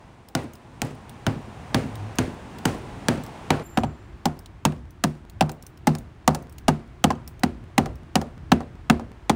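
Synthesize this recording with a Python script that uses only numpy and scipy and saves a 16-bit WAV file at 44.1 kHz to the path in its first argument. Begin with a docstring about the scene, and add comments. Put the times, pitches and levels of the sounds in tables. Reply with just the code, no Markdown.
"""A small hammer knocks rust off a car in a concrete yard: first the wheel arch a few steps away, then the sill close up.
Each blow mixes crunching noise, a clanking and pinging sheet and a dull bending wave in the body; a wall answers.
Flakes and dust tick as short noise bursts; the hammer head rings thinly as decaying tones when the close view begins.
Behind it all, brief low drones swell and shaped noise makes distant traffic."""
import sys
import numpy as np
from scipy import signal
from scipy.fft import rfft, irfft, next_fast_len
from scipy.io import wavfile
from scipy.ndimage import uniform_filter1d, map_coordinates

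SR = 44100
rng = np.random.default_rng(int(sys.argv[2]) if len(sys.argv) > 2 else 0)


def to_wav(s):
    """Save 16-bit WAV."""
    ch = np.atleast_2d(s).T  # columns
    pcm = np.round(np.clip(ch, -1, 1) * 32767)  # PCM
    wavfile.write(sys.argv[1], SR, pcm.astype(np.int16))


N = 412555
T = np.arange(SR * 6 // 10) / SR  # time line of one short sound, s
CLOSE_START = 3.632  # when the close view takes over, s

# In all tables t60 is the time to fade by 60 dB, and levels are relative: the mix adds further gains.
# Blows on each part; the spot struck sets boom, clank and rust relative to the strength.
# Columns: t/s, strength level/dB, boom level/dB, clank level/dB, rust level/dB, clank f/Hz, ping f/Hz
ARCH_BLOWS = [(.3512, -18.5, -11, -4, -6.5, 729, 1420), (.818, -23, -3.5, -4, -2, 722, 1600),
              (1.266, -18.5, -3.5, -3.5, -8.5, 650, 1500), (1.7447, -15, -4, -6.5, -6, 830, 1604),
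              (2.1851, -15.5, -7, -10, -5.5, 784, 1480), (2.654, -16, -11.5, -5.5, -2, 748, 1415),
              (3.0846, -14, -13, -5, -7, 560, 1640), (3.5041, -14, -6.5, -0.5, -10, 740, 1970)]
SILL_BLOWS = [(3.7728, -17, -21, 2.5, -11, 746, 1530), (3.8345, -25.5, -1.5, 6.5, -18, 745, 1400),
              (4.2552, -20, -4.5, 4.5, -3.5, 783, 1400), (4.6517, -16.5, -1.5, 0.5, -3, 906, 2640),
              (5.0382, -18, -0.5, -1, -1, 692, 1300), (5.4089, -19, 0.5, 7.5, -5.5, 775, 2650),
              (5.8708, -15, -2.5, 0.5, -3, 835, 2083), (6.2772, -16, -3.5, 6.5, -2.5, 732, 1750),
              (6.6816, -13.5, -4, -0.5, -7, 692, 2830), (7.0409, -13.5, -9, 1, -7.5, 713, 3030),
              (7.1038, -25, -8, 8.5, -13.5, 1040, 1640), (7.434, -15.5, -16, -3.5, -8.5, 726, 1950),
              (7.7794, -13.5, -7.5, 2, -6, 796, 1960), (8.1552, -17, -10.5, 4, -2.5, 790, 2305),
              (8.518, -11, -15.5, -4, -11.5, 744, 2870), (8.8983, -11.5, -13, -3, -11, 742, 2710),
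              (9.2958, -15, -23, -0.5, -7.5, 846, 3490)]
# Ringing modes of each panel, before small random shifts: f/Hz, level/dB, t60/s
ARCH_MODES = [(80.9, -12, 0.51), (111.3, 5.5, 0.14), (148.3, 0, 0.25), (227, -8.5, 0.3),
              (256.7, -2.5, 0.19), (340.5, -13, 0.21), (454, -12, 0.13), (645, -19, 0.15), (792, -5, 0.14),
              (1460, -10, 0.035), (1970, -23, 0.046), (3070, -14, .05)]
SILL_MODES = [(79.8, -6.5, 0.24), (152.3, 2.5, 0.24), (204, -2, 0.14), (230.5, -6.5, 0.29),
              (264.5, -4.5, 0.16), (322.8, -15.5, 0.27), (360.4, -13, 0.26), (398, -9, 0.12),
              (513, -12, 0.086), (690, -23, 0.38), (748, -10.5, 0.091), (2694, -14, 0.039)]
# Spectrum of the bending wave of a blow: f/Hz, level/dB
ARCH_PUSH = [(30, -63), (80, -31), (130, 4.5), (250, 5.5), (360, 0), (600, -34), (1200, -51)]
SILL_PUSH = [(30, -31), (90, -11.5), (160, 6), (240, 10), (290, 5), (370, -9.5), (600, -36.5), (1200, -67)]
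# Dense upper modes of the rusty sheet: f/Hz, level/dB, t60/s
SHEET_MODES = [(430, -17, 0.12), (792, -6.5, 0.07), (1060, -6.5, 0.041), (1400, -5.5, 0.038),
               (2190, -6, 0.018), (2730, -4, 0.02), (3530, -6.5, 0.023), (5080, -0.5, 0.016),
               (7950, -3.5, 0.018), (14500, 1, 0.019)]
# Scatter from ground, car and walls: f/Hz, level/dB, t60/s
YARD_SCATTER = [(120, -1, 0.42), (286, 6.5, 0.37), (773, 3.5, 0.37), (1616, 1, 0.33), (3200, -6, 0.36),
                (5760, -7.5, 0.39), (14000, -9, 0.38)]
# The hammer glancing off the sill on its way back: t/s, clack level/dB, scratch level/dB
GLANCES = [(4.722, -37.5, -54), (5.4937, -27.5, -36), (5.9509, -34, -32.5), (6.3475, -23.5, -23),
           (7.8579, -24.5, -39.5), (8.2146, -25.5, -35.5), (8.6047, -26.5, -53), (8.9956, -28, -53)]
# Ringing modes of the hammer head: f/Hz, level/dB, t60/s
HEAD_MODES = [(7300, -50.5, 0.97), (7330, -50, 0.27), (10427, -54, 0.58), (14454, -49, .55),
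              (14400, -47, .55)]
# Larger rust flakes snapping off and landing: t/s, level/dB, heft (dull body over sharp edge) level/dB
FLAKES = [(.286, -43.5, -3), (.535, -42, -8), (.554, -46, -6), (1.0944, -40.5, 0), (1.955, -41.5, 4),
          (2.156, -44, -8), (2.5857, -46, 8.5), (3.237, -39, -4), (3.264, -41.5, -6), (4.391, -40.5, -14),
          (4.4594, -51.5, 13.5), (4.9067, -50, -11), (5.2978, -46, 1), (5.7744, -52, 1), (6.424, -49, -18),
          (7.3946, -47, -5), (5.517, -38, -16), (5.625, -40.5, -11), (5.666, -37, -12), (5.9846, -39, -8),
          (6.496, -48.5, -11), (6.5251, -46.5, -10), (6.583, -41, 3.5), (7.2766, -34, -6.5),
          (7.9558, -50, -19)]
# Lowest and highest pitch of a flake: f/Hz, f/Hz
FLAKE_RANGE = (5000, 9460)
# Brief low drones: peak t/s, length t/s, peak level/dB, f/Hz
DRONES = [(2.021, .19, -28.5, 105), (2.597, 0.17, -44, 110), (3.868, 0.15, -31, 71), (3.85, .1, -27, 108)]
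# Traffic in the wide view: t/s, level/dB
WIDE_TRAFFIC = [(0.0, -52), (0.34, -56), (0.46, -53), (1.9, -43), (2.47, -44.5), (2.73, -43), (3.45, -43)]
# Traffic in the close view: t/s, rumble level/dB, roar level/dB
CLOSE_TRAFFIC = [(3.66, -46.5, -50), (4.77, -44.5, -57), (6.69, -45, -55), (7.35, -39.5, -54.5),
                 (9.35, -42.5, -54)]
# Traffic spectra: f/Hz, level/dB (per Hz)
WIDE_RUMBLE = [(18, -37), (40, -5), (70, -3), (110, -2), (170, -7.5), (225, -6), (340, -22), (520, -40),
               (880, -120)]
WIDE_ROAR = [(150, -30), (250, -2.5), (350, -3), (550, -6.5), (780, -3.5), (1040, -6), (1250, -11.5),
             (2700, -18), (4570, -27), (9200, -32), (15000, -36.5)]
CLOSE_RUMBLE = [(20, -37), (32, -31), (45, 2), (75, -1), (120, -3.5), (180, -13), (300, -24.5), (520, -41),
                (880, -120)]
CLOSE_ROAR = [(120, -9.5), (230, -8), (350, -3), (500, -15.5), (700, -12), (1670, -17.5), (3000, -25.5),
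              (4800, -33.5), (9000, -40.5), (16000, -40.5)]
# Microphone response: f/Hz, level/dB
MIC_RESPONSE = [(9800, -1.5), (11000, -13.5), (12500, -13.5), (14500, -6.5), (15700, -9), (16500, -35)]

USUAL_RUST_DB = -5  # an ordinary spot
CRACK_DB, CRACK_SHARE = -3.5, .15  # crack at an ordinary spot; extra dB for each dB of rust
RATTLE_SHARE = 0.21  # a crumbling spot also rattles in the low middle: dB for each dB of rust
DEEP_DB = -3.5  # colour at 80 Hz, alike for every blow
PING_OVERTONE = 2.05  # the ping's upper partial over its pitch
GLANCE_HZ = 782  # the clank of a light touch
TOP_HZ = 17000  # nothing passes from here up


def amp(db):
    """Turn decibels into a gain."""
    return 10 ** (np.asarray(db) / 20)


def unit(x):
    """Scale to an average (rms) level of 1."""
    return x / np.sqrt(np.mean(x ** 2) + 1e-20)


def along(points, hz):
    """Read a curve of (Hz, value) points joined on a log frequency axis."""
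    f, value = np.transpose(points)
    return np.interp(np.log(hz + 1), np.log(f + 1), value)


def curves(rows):
    """Give one value per sample for each column after the time."""
    seconds, *columns = np.transpose(rows)
    return [np.interp(np.arange(N) / SR, seconds, column) for column in columns]


def filtered(x, response):
    """Reshape the spectrum of x by a gain that depends on frequency."""
    size = x.shape[-1]
    padded = next_fast_len(size + 4096)
    spectrum = rfft(x, padded) * response(np.fft.rfftfreq(padded, 1 / SR))
    return irfft(spectrum, padded)[..., :size]


def noise(spectrum, size):
    """Make coloured noise of rms 1."""
    return unit(filtered(rng.standard_normal(size), lambda hz: amp(along(spectrum, hz))))


def bands(centres):
    """Make overlapping bands of fresh noise, one row for each centre."""
    def share(hz):
        low_cut = hz / (hz + centres[0])
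        peaks = np.eye(len(centres))
        return np.sqrt([along(list(zip(centres, row)), hz) * low_cut for row in peaks])
    return filtered(rng.standard_normal((len(centres), len(T))), share)


def fading_bands(modes, colour, envelope):
    """Sum noise bands at the modes, each with its own fade, tinted by a colour curve."""
    hz, db, t60 = np.transpose(modes)
    levels = amp(db + along(colour, hz))
    return sum(level * unit(band) * envelope(life) for level, band, life in zip(levels, bands(hz), t60))


def fade(t60, attack, delay=0):
    """A quick rise (attack in s) and an exponential decay."""
    t = np.maximum(T - delay, 0)
    return np.exp(-np.log(1000) * t / t60) * (1 - np.exp(-t / attack))


def ring(hz, t60, attack, delay=0):
    """One damped mode: a tone that dies away."""
    return np.sin(2 * np.pi * hz * (T - delay)) * fade(t60, attack, delay)


def add(track, s, sound):
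    """Mix a sound in at time s."""
    start = max(round(s * SR), 0)
    track[start:start + len(sound)] += sound[:max(N - start, 0)]


def wheel_arch():
    """From a few steps away the yard is clearly heard."""
    return hammering(
        ARCH_BLOWS, ARCH_PUSH, ARCH_MODES, lag=0.00713, thump_db=5.5, modes_db=0.0,
        clank_db=6, clank_t60=0.036, ping_db=7.5, ping_t60=0.015, overtone_db=-6,
        sheet_db=5.5, buzz_db=-43, tail_db=-13.5, wall_db=-26.5, wall_s=.09)


def sill():
    """Close up the blows are drier and the hollow sill booms."""
    return hammering(
        SILL_BLOWS, SILL_PUSH, SILL_MODES, lag=0.01196, thump_db=9.0, modes_db=0.5,
        clank_db=10, clank_t60=0.035, ping_db=3.5, ping_t60=0.027, overtone_db=-12.5,
        sheet_db=6.5, buzz_db=-20, tail_db=-23.5, wall_db=-41.5, wall_s=0.11)


def hammering(blows, push, modes, lag, thump_db, modes_db, clank_db, clank_t60, ping_db, ping_t60,
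              overtone_db, sheet_db, buzz_db, tail_db, wall_db, wall_s):
    """Each blow thumps and rings the body, clanks and pings at the spot's pitches, and crunches rust."""
    track = np.zeros(N)
    for s, strength, boom, clank, rust, clank_hz, ping_hz in blows:
        crack = CRACK_DB + CRACK_SHARE * (rust - USUAL_RUST_DB)
        rattle = RATTLE_SHARE * (rust - USUAL_RUST_DB)
        colour = [(80, DEEP_DB), (150, boom + 3), (220, 0), (400, rattle),
                  (800, clank), (1300, crack), (2800, crack), (5000, rust)]
        blow = amp(thump_db) * thump(push, lag)
        blow += amp(modes_db) * panel(modes, colour, lag)
        blow += amp(clank + clank_db) * ring(clank_hz, clank_t60, 0.0016)
        ping = ring(ping_hz, ping_t60, 0.0009)
        ping += amp(overtone_db) * ring(ping_hz * PING_OVERTONE, ping_t60, .0004)
        blow += amp(crack + ping_db) * ping
        blow += amp(sheet_db) * sheet(colour, gritty_db=4.5, buzz_db=buzz_db, buzz_t60=0.037)
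        heard = blow + amp(tail_db) * yard(colour) + amp(wall_db) * wall(blow, wall_s)
        add(track, s, amp(strength) * heard)
        # the brittle crust gives way just before the head meets steel
        add(track, s - .0022, amp(strength + rust - 15.0) * crust())
    return track


def crust():
    """Breaking crust gives a short burst of broad noise."""
    return noise([(400, -7), (2000, -15), (9000, -14), (16000, -9)], len(T)) * fade(0.018, 0.0012)


def thump(push, lag):
    """Low bending waves travel slower, so the push arrives as a short falling chirp of peak 1."""
    hz = np.fft.rfftfreq(len(T), 1 / SR)
    phase = 2 * np.pi * lag * (2 * np.sqrt(200 * hz) - .15 * hz)  # lag in s scales the delay
    phase = phase * rng.uniform(.97, 1.03)
    wave = irfft(amp(along(push, hz)) * np.exp(-1j * phase), len(T))
    return wave / np.abs(wave).max()


def panel(modes, colour, lag):
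    """The panel's modes build up once the bending wave has crossed it; the spot struck sets their balance."""
    total = np.zeros(len(T))
    for hz, db, t60 in modes:
        level_shift, pitch_shift, delay_shift = rng.standard_normal(3)
        level = amp(db + along(colour, hz) + 1.5 * level_shift)
        delay = lag * np.sqrt(200 / hz) * (1.1 + .2 * delay_shift)
        total += level * ring(hz * (1 + .012 * pitch_shift), t60, .005, delay)
    return total


def sheet(colour, gritty_db, buzz_db, buzz_t60):
    """Crushed rust sets off short upper modes in a gritty burst; loose scale buzzes briefly after it."""
    bumps = unit(uniform_filter1d(rng.standard_normal(len(T)), size=30))
    grit = unit(amp(gritty_db * bumps))

    def decay(life):
        return fade(life, 0.00037) + amp(buzz_db) * fade(buzz_t60 + life, 0.0056)
    return grit * fading_bands(SHEET_MODES, colour, decay)


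def yard(colour):
    """Surfaces all around scatter the blow into a soft noise tail in its colour."""
    return fading_bands(YARD_SCATTER, colour, lambda life: fade(life, 0.013))


def wall(x, wall_s):
    """A wall sends back a dull, slightly smeared echo after wall_s seconds."""
    spectrum = [(150, -3.5), (280, 8), (800, -7.5), (2000, -11.5), (10000, -17.5)]
    smear = noise(spectrum, len(T)) * fade(0.015, 0.0018, wall_s)
    return signal.fftconvolve(x, smear / np.linalg.norm(smear))[:len(T)]


def glances(crack_db=-16, clack_share=0.32, scratch_share=0.34, clank_db=2):
    """Light second touches clack and scratch without shaking the body."""
    track = np.zeros(N)
    for s, clack, scratch in GLANCES:
        crack = crack_db + clack_share * clack + scratch_share * scratch
        colour = [(300, clack + 10), (900, clack - 5.5), (2500, crack), (8000, scratch)]
        touch = amp(4.5) * sheet(colour, gritty_db=2.5, buzz_db=-24, buzz_t60=.05)
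        touch += amp(clack + clank_db) * ring(GLANCE_HZ, 0.053, 0.0022)
        add(track, s, touch + amp(-26.5) * yard(colour))
    return track


def hammer_head():
    """The steel head rings on, thin and high, wavering as it swings."""
    track = np.zeros(N)
    for hz, db, t60 in HEAD_MODES:
        waver = amp(2.9 * unit(noise([(5, -8), (25, 8), (90, -60), (300, -120)], len(T))))
        add(track, CLOSE_START, amp(db) * ring(hz, t60, 0.0066) * waver)
    return track


def flakes(count=2):
    """Brittle chips tick, ring for an instant and skitter on in count fainter bounces."""
    track = np.zeros(N)
    for s, level_db, heft_db in FLAKES:
        hz = rng.uniform(*FLAKE_RANGE)
        for bounce in range(count + 1):
            body = noise([(1000, -24), (2000, -7.5), (4000, -1), (7000, -11.5)], len(T))
            body *= amp(heft_db + 2) * fade(0.019, 0.00027)
            edge = noise([(3000, -12), (7000, -6.5), (15000, 7)], len(T))
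            edge *= fade(0.014, 0.00027) + amp(-22.5) * fade(0.16, .003)
            chip = body + amp(12.0) * (edge + .5 * ring(hz, 0.0071, 0.00023))
            landing = s + bounce ** 2 * rng.uniform(0.0022, 0.0034)
            add(track, landing, amp(level_db - 10 * bounce) * chip)
    return track


def dust(blows, speck_db, fall_s, count=4, fading_db=22, rust_share=0.96):
    """Specks of rust patter down after each blow, late ones fainter; a crumbling spot sheds louder ones."""
    track = np.zeros(N)
    for s, _, _, _, rust, *_ in blows:
        for fall, smallness, pitch in rng.random((count, 3)):
            hz = 5000 + 9000 * pitch
            speck = noise([(hz / 3, -20), (hz, 0), (hz * 2, -6)], len(T)) * fade(0.02, 0.00012)
            level_db = speck_db + rust_share * rust - 7 * smallness - fading_db * fall
            add(track, s + .025 + fall_s * fall, amp(level_db) * speck)
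    return track


def drones():
    """A low, slightly unsteady tone swells and sinks."""
    track = np.zeros(N)
    t = T - T.mean()  # 0 at the peak
    for s, length, db, hz in DRONES:
        drift = 0.46 * noise([(3, -11), (12, -6), (40, -40), (200, -120)], len(T))  # radians
        swell = np.exp(-(2 * t / length) ** 2)
        add(track, s - T.mean(), amp(db) * swell * np.sin(2 * np.pi * hz * t + drift))
    return track


def traffic(low, high, rumble, roar, rumble_db, roar_db, swell_db):
    """Distant traffic: an uneven rumble under a smooth roar, following the level curves low and high."""
    # a smooth curve through 8 random points per second
    swell = map_coordinates(rng.standard_normal(N * 8 // SR + 4), [np.arange(N) * 8 / SR])
    deep = amp(low + rumble_db + swell_db * swell) * noise(rumble, N)
    return deep + amp(high + roar_db) * noise(roar, N)


def scene():
    """The wide view gives way abruptly to the close one; drones and flakes run through both."""
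    close = np.clip((np.arange(N) / SR - CLOSE_START) / .01 + .5, 0, 1)  # 10 ms crossfade
    (wide_level,) = curves(WIDE_TRAFFIC)
    rumble_level, roar_level = curves(CLOSE_TRAFFIC)
    wide_view = wheel_arch() + dust(ARCH_BLOWS, speck_db=-31, fall_s=.14)
    wide_view += traffic(wide_level, wide_level, WIDE_RUMBLE, WIDE_ROAR,
                         rumble_db=4.5, roar_db=2.5, swell_db=0.8)
    close_view = sill() + glances() + hammer_head() + dust(SILL_BLOWS, speck_db=-42.5, fall_s=.17)
    close_view += traffic(rumble_level, roar_level, CLOSE_RUMBLE, CLOSE_ROAR,
                          rumble_db=1, roar_db=4, swell_db=2.0)
    views = (1 - close) * wide_view + close * close_view
    return (views + drones() + flakes())[None]


def record(dry):
    """A phone microphone with a treble dip rounds off the loudest peaks."""
    x = filtered(dry, lambda hz: amp(along(MIC_RESPONSE, hz)))
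    x = x / (1 + np.abs(x / .66) ** 6) ** (1 / 6)  # peaks level off towards .66
    return filtered(x, lambda hz: hz < TOP_HZ)


dry = scene()
out = record(dry)
to_wav(out)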